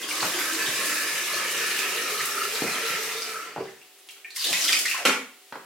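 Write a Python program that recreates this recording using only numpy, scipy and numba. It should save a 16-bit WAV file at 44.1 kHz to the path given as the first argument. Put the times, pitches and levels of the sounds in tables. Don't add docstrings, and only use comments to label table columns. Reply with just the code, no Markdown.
import sys
import numpy as np
from scipy import signal
from scipy.fft import rfft, irfft, next_fast_len
from scipy.io import wavfile
from scipy.ndimage import uniform_filter1d
from numba import njit

SR = 44100
rng = np.random.default_rng(int(sys.argv[2]) if len(sys.argv) > 2 else 0)


def wav_record(signal):
    frames = np.transpose(np.atleast_2d(signal))
    bounded = np.clip(frames, -1, 1)
    quanta = np.round(bounded * 32767).astype(np.int16)
    wavfile.write(sys.argv[1], SR, quanta)


N = 249334
TIME = np.arange(N) / SR
GUSH_START_S, GUSH_END_S = 4.358, 5.05
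BUBBLE_RISE = 0.046

# f/Hz, level/dB
PING_SPECTRUM = [(1500, -20), (3000, 0), (4500, -1.5), (7000, -4), (14000, -8)]
# t/s, level/dB, f/Hz, scatter of f/octaves
DROP_IMPACTS = [(.029, -19.5, 3220, 0.18), (.088, -24.5, 1500, 0.63), (.092, -21, 5000, .03),
                (0.111, -16, 2320, 0.092), (.205, -14.5, 4300, .08), (2.203, -15.5, 1940, 0.2),
                (2.55, -17, 4540, .13), (3.22, -17, 4920, 0.17), (3.815, -38.5, 2700, 0.12),
                (3.988, -40, 11100, 0.21), (4.073, -36, 10700, 0.056), (4.088, -28.5, 3210, 0.22),
                (4.171, -40, 3220, 0.24), (4.246, -25, 2400, 0.023), (4.247, -33, 1860, .015),
                (4.305, -29, 4370, 0.3), (4.362, -25, 2060, 0.18), (4.423, -21, 3900, 0.31),
                (4.442, -10, 3810, 0.16), (4.455, -16, 3800, 0.057), (4.529, -10, 2510, 0.38),
                (4.611, -11, 6040, 0.15), (4.641, -11, 5300, 0.14), (4.681, -7.5, 3300, 0.11),
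                (4.688, -13, 2100, 0.22), (4.724, -8, 5030, 0.2), (4.73, -8, 2470, 0.24),
                (4.854, -11.5, 2080, 0.094), (4.857, -17, 5060, 0.43), (4.882, -14, 2600, 0.14),
                (4.913, -14, 2650, 0.23), (4.943, -23, 1085, 0.365), (4.977, -20, 1960, 0.31),
                (4.999, -31, 654, 0.11)]
# t/s, level/dB, lowest f/Hz, highest f/Hz, ring gain/dB, boom/dB
BLOWS = [(0.227, -16.5, 171, 2050, -36, -31), (0.244, -23.5, 400, 2200, -37, -40),
         (0.68, -34.5, 100, 500, -24, -37), (2.619, -20, 160, 620, -22, -24.5),
         (2.641, -24, 170, 540, -9, -29.5), (2.899, -35, 99, 305, -32, -37),
         (3.562, -24, 288, 1100, -18, -35), (3.579, -25.5, 130, 800, -12.5, -33),
         (3.602, -27.5, 70, 476, -4, -49), (4.165, -47.5, 300, 2500, -23, -63),
         (4.504, -29, 203, 338, -32, -38), (5.524, -26.5, 303, 1700, -26, -56),
         (5.555, -31.5, 295, 1700, -17, -54)]
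# f/Hz, level/dB
SIDE_SPECTRUM = [(60, -44), (130, -34), (290, -20.5), (640, -11.5), (1410, -9.5), (3100, -4.5), (6820, -1),
                 (15000, -3)]


def filling():
    # f/Hz, level/dB
    churn_spectrum = [(50, -34), (90, -38), (140, -10), (200, -12.5), (450, -0.5), (800, -8), (1200, -4),
                      (2000, -0.5), (2850, -3), (3200, -10.5), (5000, -10.5), (9000, -18.5)]
    bubbling_db, spray_db = jet()
    churn = bubble_cloud(churn_spectrum, per_s=5500, spread_db=3, cycles=35.5, clump_db=2.5)
    pings = bubble_cloud(PING_SPECTRUM, per_s=1100, spread_db=3, cycles=80, clump_db=2.2)
    mist = spray(per_s=6300, spread_db=5, flicker_db=-0.5)
    spurts = flutter(rate_hz=13.5, depth_db=1)
    water = from_db(bubbling_db) * spurts * churn
    water += from_db(spray_db - 2.5) * pings + from_db(spray_db - 7) * mist
    return kettle_air(water) * while_filling()


def jet(smooth_below_db=-6, cushion_db_per_s=0.5):
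    # t/s, flow relative to fully open/dB
    tap_flow = [(0, 0), (.07, -8.5), (.09, -3), (.17, -0.5), (.22, .5), (3.05, -1.75), (3.16, -6),
                (3.25, -5.5), (3.465, -7), (3.5, -11), (3.66, -15.5), (3.9, -36)]
    flow_db, = in_time(tap_flow)
    smoothing_db = 8.7 * np.minimum(flow_db - smooth_below_db, 0)
    return flow_db - 34, flow_db - 32.5 + smoothing_db - cushion_db_per_s * TIME


def while_filling():
    return np.interp(TIME, [3.8, 4.05], [1, 0])


def kettle_air(water, block=128):
    # t/s, f/Hz, gain/dB
    helmholtz = [(0, 314, 16), (.4, 310, 6), (1.2, 330, 1), (2, 379, 7), (2.8, 460, 6.5), (3.1, 446, -17),
                 (3.5, 426, 2)]
    # f/Hz, bandwidth/Hz, gain/dB, strongest at t/s, spread/s
    cross_modes = [(1100, 74, 7, 0.26, 0.55), (1250, 70, 7.5, 2.29, 0.13), (1282, 100, 6.5, 1.7, 0.79),
                   (1336, 45, 13, 2.77, 0.36), (1320, 45, 20.5, 3.354, 0.062), (1562, 50, 9.5, 0.54, 0.19),
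                   (1724, 48, 11, 1.25, 0.68), (1860, 38, 3, 1.66, 0.26), (2100, 890, 3.5, 2.86, 0.2),
                   (2370, 410, 1.5, 1.46, 0.65), (2440, 22, 13, 2.7, 0.19), (2810, 43, 6.5, 1.58, 0.41),
                   (3735, 32, 5, 1, 0.67), (3680, 110, 14, 3.21, 0.051), (4900, 32, 4, 0.7, 0.4)]
    cavity_hz, lift_db = in_time(helmholtz)
    note, state = np.zeros(N), np.zeros(2)
    for i in range(0, N, block):
        b, a = resonance(cavity_hz[i], width_hz=36)
        note[i:i + block], state = signal.lfilter(b, a, water[i:i + block], zi=state)
    out = water + from_db(lift_db) * note
    for hz, width_hz, db, best_s, spread_s in cross_modes:
        drive = from_db(db) * np.exp(-.5 * ((TIME - best_s) / spread_s) ** 2)
        out += drive * signal.lfilter(*resonance(hz, width_hz), water)
    return out


def pouring(drum_start_s=4.42, drum_attack_s=0.048):
    # f/Hz, level/dB
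    splash_spectrum = [(900, -13), (1400, -5.5), (2000, -6), (3000, -0.5), (5000, -3), (9000, -23)]
    # f/Hz, level/dB
    drum_spectrum = [(50, -24), (150, -41), (240, 2), (450, 3), (700, 5), (1200, -9), (2200, -19)]
    splash_db, spray_db, drum_db = gush()
    splash = bubble_cloud(splash_spectrum, per_s=2600, spread_db=2, cycles=40, clump_db=4.5)
    pings = bubble_cloud(PING_SPECTRUM, per_s=1800, spread_db=2.5, cycles=63, clump_db=3)
    drum = bubble_cloud(drum_spectrum, per_s=3000, spread_db=2.5, cycles=9.1, clump_db=5)
    drum *= np.clip((TIME - drum_start_s) / drum_attack_s, 0, 1)
    water = from_db(splash_db) * splash + from_db(spray_db - 5) * pings + from_db(drum_db) * drum
    return water * while_pouring()


def gush(attack_s=0.11, swell_s=0.25, rise_db=8, swell_db_per_s=1.5, fall_db_per_s=48):
    starting = np.minimum((TIME - GUSH_START_S) / attack_s - 1, 0)
    since_crest = TIME - GUSH_START_S - attack_s - swell_s
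    swelling_s, thinning_s = np.minimum(since_crest, 0), np.maximum(since_crest, 0)
    choke_db = 11 * np.exp(-.5 * ((TIME - 4.84) / 0.012) ** 2)
    flow_db = rise_db * starting + swell_db_per_s * swelling_s - fall_db_per_s * thinning_s - choke_db
    spray_db = flow_db - 26.5 - 11 * thinning_s
    return flow_db - 31, spray_db, 0.99 * flow_db - 44


def while_pouring(edge_s=0.018):
    corners_s = [GUSH_START_S - edge_s, GUSH_START_S, GUSH_END_S, GUSH_END_S + edge_s]
    return np.interp(TIME, corners_s, [0, 1, 1, 0])


def slap():
    # t/s, level/dB, T60/s, low-pass f/Hz
    stages = [(5.052, -8.5, 0.1, 17950), (5.098, -25, 0.27, 3500)]
    # f/Hz, level/dB
    slap_spectrum = [(80, -41), (252, 2.5), (350, -19), (436, 0.5), (693, -10), (965, -5), (1080, -1),
                     (1290, 1), (1870, -2), (2330, 4), (2600, -3), (6280, -13.5), (12700, -18.5),
                     (15500, -35)]
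    burst = rms_one(colour(clicks(per_s=16000, spread_db=2), slap_spectrum))
    impact = np.zeros(N)
    for s, db, t60, top_hz in stages:
        impact += butterworth(from_db(db) * dying(s, t60) * burst, 1, top_hz, "low")
    return butterworth(impact, 5, 190, "high")


def drops(count=6, gap_s=0.0045, fade_db=2.5, cycles=41.3):
    out = np.zeros(N)
    for s, db, hz, scatter_octaves in DROP_IMPACTS:
        delays = gap_s * np.arange(count) * rng.uniform(.8, 1.2, count)
        octaves = scatter_octaves * np.clip(rng.standard_normal(count), -2, 2) * (delays > 0)
        pitches = hz * 2 ** octaves
        out += sum(bubble(s + delays[k], db - fade_db * k, pitches[k], cycles) for k in range(count))
    return out


def splats(t60=0.045):
    force = sum(from_db(db + 1) * scatter * dying(s, t60) for s, db, _, scatter in DROP_IMPACTS)
    crackle = butterworth(clicks(per_s=6000, spread_db=2), 2, [1700, 8500], "band")
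    return force * rms_one(crackle)


def glugs(cycles=73):
    # t/s, level/dB, f/Hz
    gulps = [(0.52, -28, 324), (0.814, -35, 317), (2.985, -30.5, 442), (3.046, -31.5, 446),
             (3.149, -30, 450), (3.273, -34.5, 445), (4.636, -38.5, 338)]
    return sum(bubble(s, db, hz, cycles) for s, db, hz in gulps)


def dregs(start_s=4.908, gap_s=0.004, count=32, fall_octaves_per_s=20.3, fade_db_per_s=109):
    delays = gap_s * (np.arange(count) + rng.random(count))
    top_octaves = 0.36
    span_octaves = top_octaves + fall_octaves_per_s * delays
    pitches = 2100 * 2 ** (top_octaves - rng.random(count) * span_octaves)
    return sum(bubble(start_s + delay, -8.5 - fade_db_per_s * delay, hz, cycles=7)
               for delay, hz in zip(delays, pitches))


def knocks(t60=0.046):
    out = np.zeros(N)
    for s, db, low_hz, high_hz, *_ in BLOWS:
        out += from_db(db) * noise_band(dying(s, t60), 2, low_hz, high_hz)
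    return out


def cabinet(t60=0.045):
    force = sum(from_db(boom_db) * dying(s, t60) for s, *_, boom_db in BLOWS)
    return noise_band(force, 3, low_hz=135, high_hz=290)


def knock_ring(contact_s=0.0037):
    # f/Hz, level/dB, T60/s
    modes = [(135.6, -13.5, 0.2), (386, -0.5, 0.41), (450, 5.5, 0.14), (581, -14, 0.1), (1000, -12, 0.2)]
    age, force = TIME[:SR], np.zeros(N)
    for s, db, _, _, ring_db, _ in BLOWS:
        force[round(s * SR)] += from_db(db + ring_db)
    ring = sum((-1) ** k * from_db(db - 60 * age / t60) * np.sin(2 * np.pi * hz * age)
               for k, (hz, db, t60) in enumerate(modes))
    return signal.fftconvolve(force, np.minimum(age / contact_s, 1) * ring)[:N]


def spatters(attack_s=0.0085, t60=0.069):
    # t/s, level/dB, lowest f/Hz
    showers = [(0.852, -18.5, 7500), (0.893, -23, 6000), (1.008, -23, 10000), (1.783, -20, 4000),
               (2.25, -19, 9900), (4.104, -36.5, 5000), (4.358, -20.5, 3500), (4.44, -21.5, 7000),
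               (4.64, -22, 4000), (4.725, -29, 3500), (4.785, -16, 4000), (4.892, -21, 4000)]
    out, droplets = np.zeros(N), spray(per_s=6600, spread_db=0.5, flicker_db=0)
    for s, db, low_hz in showers:
        envelope = np.clip((TIME - s) / attack_s, 0, 1) * dying(s, t60)
        out += from_db(db) * envelope * rms_one(butterworth(droplets, 2, low_hz, "high"))
    return out


def stray_spray():
    from_tap = from_db(jet()[1] - 3.5) * while_filling()
    from_kettle = from_db(gush()[1] - 5.5) * while_pouring()
    return (from_tap + from_kettle) * spray(per_s=2000, spread_db=1.5, flicker_db=3)


def spray(per_s, spread_db, flicker_db):
    # f/Hz, level/dB
    tick_spectrum = [(1500, -19), (3500, 1.5), (5500, 4), (8000, 2), (11500, -0.5), (15500, -6.5)]
    ticks = clicks(per_s, spread_db) * flutter(rate_hz=33, depth_db=flicker_db)
    return rms_one(colour(ticks, tick_spectrum))


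def bubble(s, db, hz, cycles):
    age = TIME[:SR // 5]
    life = hz * age / cycles
    phase = 2 * np.pi * hz * age * (1 + BUBBLE_RISE * (np.minimum(life, 1) - .5) / 2)
    swell = 1 - np.exp(-(hz * age) ** 2)
    note = from_db(db - 60 * life) * swell * np.sin(phase)
    out, start = np.zeros(N), round(s * SR)
    out[start:start + len(note)] = note
    return out


def bubble_cloud(spectrum, per_s, spread_db, cycles, clump_db, bands=20):
    births = clicks(per_s, spread_db)
    starts = np.flatnonzero(births)
    low, high = np.sqrt(np.clip([spectrum[0][0], spectrum[-1][0]], 110, 15000))
    hz = (low + (high - low) * rng.random(N)[starts]) ** 2
    amplitudes = births[starts] * hz ** .75
    third_octave = (3 * np.log2(hz)).astype(int) % bands
    for k in range(bands):
        amplitudes *= np.where(third_octave == k, flutter(rate_hz=15.6, depth_db=clump_db)[starts], 1)
    lives, turn = cycles * SR / hz, 2 * np.pi * hz / SR
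    steps = np.exp(1j * turn - np.log(1000) / lives)
    bends = np.exp(1j * turn * BUBBLE_RISE / lives)
    cloud = ring_bubbles(N, starts, amplitudes, lives.astype(np.int64), steps, bends)
    return rms_one(colour(cloud, spectrum))


@njit
def ring_bubbles(length, starts, amplitudes, lives, steps, bends):
    out = np.zeros(length)
    for k in range(len(starts)):
        phasor, step = amplitudes[k] + 0j, steps[k]
        for i in range(starts[k], min(starts[k] + lives[k], length)):
            out[i] += phasor.real
            phasor *= step
            step *= bends[k]
    return out


def kitchen(source, direct_db, octaves=10):
    # f/Hz, T60/s
    decay_times = [(120, 0.4), (400, 0.4), (1500, 0.41), (4000, 0.35), (12000, 0.38)]
    age, hz = TIME[:SR], np.fft.rfftfreq(SR, 1 / SR)
    centres = 32 * 2. ** np.arange(octaves)
    white, tails = rfft(rng.standard_normal((2, SR))), np.zeros((2, SR))
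    for k, centre in enumerate(centres):
        band = irfft(white * np.interp(hz, centres, np.eye(octaves)[k]), SR)
        fade = from_db(-60 * age / at_hz(decay_times, centre))
        tails += band * fade / np.linalg.norm(fade)
    mid = whitened(tails[0] + from_db(direct_db) * (age == 0))
    side = colour(whitened(tails[1]), SIDE_SPECTRUM)
    return np.array([signal.fftconvolve(source, echo)[:N] for echo in (mid + side, mid - side)])


def background(hiss_db=-54.5):
    # f/Hz, level/dB
    hiss_spectrum = [(40, -79), (359, -7.5), (397, -12), (637, -14), (722, -15), (881, -15.5), (2990, -10),
                     (6010, -15.5), (7910, -15), (15500, -19)]
    # f/Hz, rms level/dB
    hum_lines = [(398.4, -69.5), (742.9, -70.5)]
    mid, side = (rms_one(colour(noise, hiss_spectrum)) for noise in rng.standard_normal((2, N)))
    hiss = mid + colour(side, SIDE_SPECTRUM) * [[1], [-1]]
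    hum = sum(from_db(db) * np.sqrt(2) * np.sin(2 * np.pi * hz * TIME) * flutter(3.2, 0.38)
              for hz, db in hum_lines)
    return from_db(hiss_db) * hiss + hum


def from_db(db):
    return 10 ** (np.asarray(db) / 20)


def rms_one(x):
    return x / np.sqrt(np.mean(x ** 2) + 1e-20)


def in_time(rows):
    s, *columns = np.transpose(rows)
    return [np.interp(TIME, s, column) for column in columns]


def at_hz(points, hz):
    f, value = np.transpose(points)
    return np.interp(np.log(hz + 1e-9), np.log(f), value)


def colour(x, spectrum):
    size = next_fast_len(2 * x.shape[-1])
    gain = from_db(at_hz(spectrum, np.fft.rfftfreq(size, 1 / SR)))
    return irfft(rfft(x, size) * gain, size)[..., :x.shape[-1]]


def whitened(echo, width_hz=45):
    spectrum = rfft(echo)
    power = uniform_filter1d(np.abs(spectrum) ** 2, width_hz)
    return irfft(spectrum / np.sqrt(power + 1e-12), SR)[:SR * 3 // 4]


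def butterworth(x, order, hz, kind):
    return signal.sosfilt(signal.butter(order, hz, kind, fs=SR, output="sos"), x + 1e-18)


def noise_band(envelope, order, low_hz, high_hz):
    band = butterworth(envelope * rng.standard_normal(N), order, [low_hz, high_hz], "band")
    return np.sqrt(SR / 2 / (high_hz - low_hz)) * band


def resonance(hz, width_hz):
    r = np.exp(-np.pi * width_hz / SR)
    return (1 - r * r) / 2 * np.array([1, 0, -1]), [1, -2 * r * np.cos(2 * np.pi * hz / SR), r * r]


def dying(s, t60):
    return (TIME >= s) * from_db(-60 * np.clip((TIME - s) / t60, 0, 10))


def clicks(per_s, spread_db):
    occurs = rng.random(N) < per_s / SR
    sizes = from_db(spread_db * np.minimum(rng.exponential(1, N), 5))
    return occurs * sizes * rng.choice([-1, 1], N)


def flutter(rate_hz, depth_db, hop=40, settle=2000):
    r = np.exp(-2 * np.pi * rate_hz * hop / SR)
    noise = rng.standard_normal(N // hop + settle + 2)
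    slow = rms_one(signal.lfilter([1], [1, -2 * r, r * r], noise)[settle:])
    return from_db(depth_db * np.interp(np.arange(N) / hop, np.arange(len(slow)), slow))


def scene():
    water = kitchen(filling() + pouring() + slap(), direct_db=-5.5)
    impacts = kitchen(drops() + splats() + glugs() + dregs() + knocks() + cabinet(), direct_db=-0.5)
    ringing = kitchen(knock_ring(), direct_db=6)
    droplets = kitchen(stray_spray() + spatters(), direct_db=0.5)
    return water + impacts + ringing + droplets + background()


def record(dry):
    low_hz, top_hz = 76.4, 16000
    thin = butterworth(dry, 2, low_hz, "high")
    return signal.sosfilt(signal.ellip(12, .1, 80, top_hz, fs=SR, output="sos"), thin)


dry = scene()
out = record(dry)
wav_record(out)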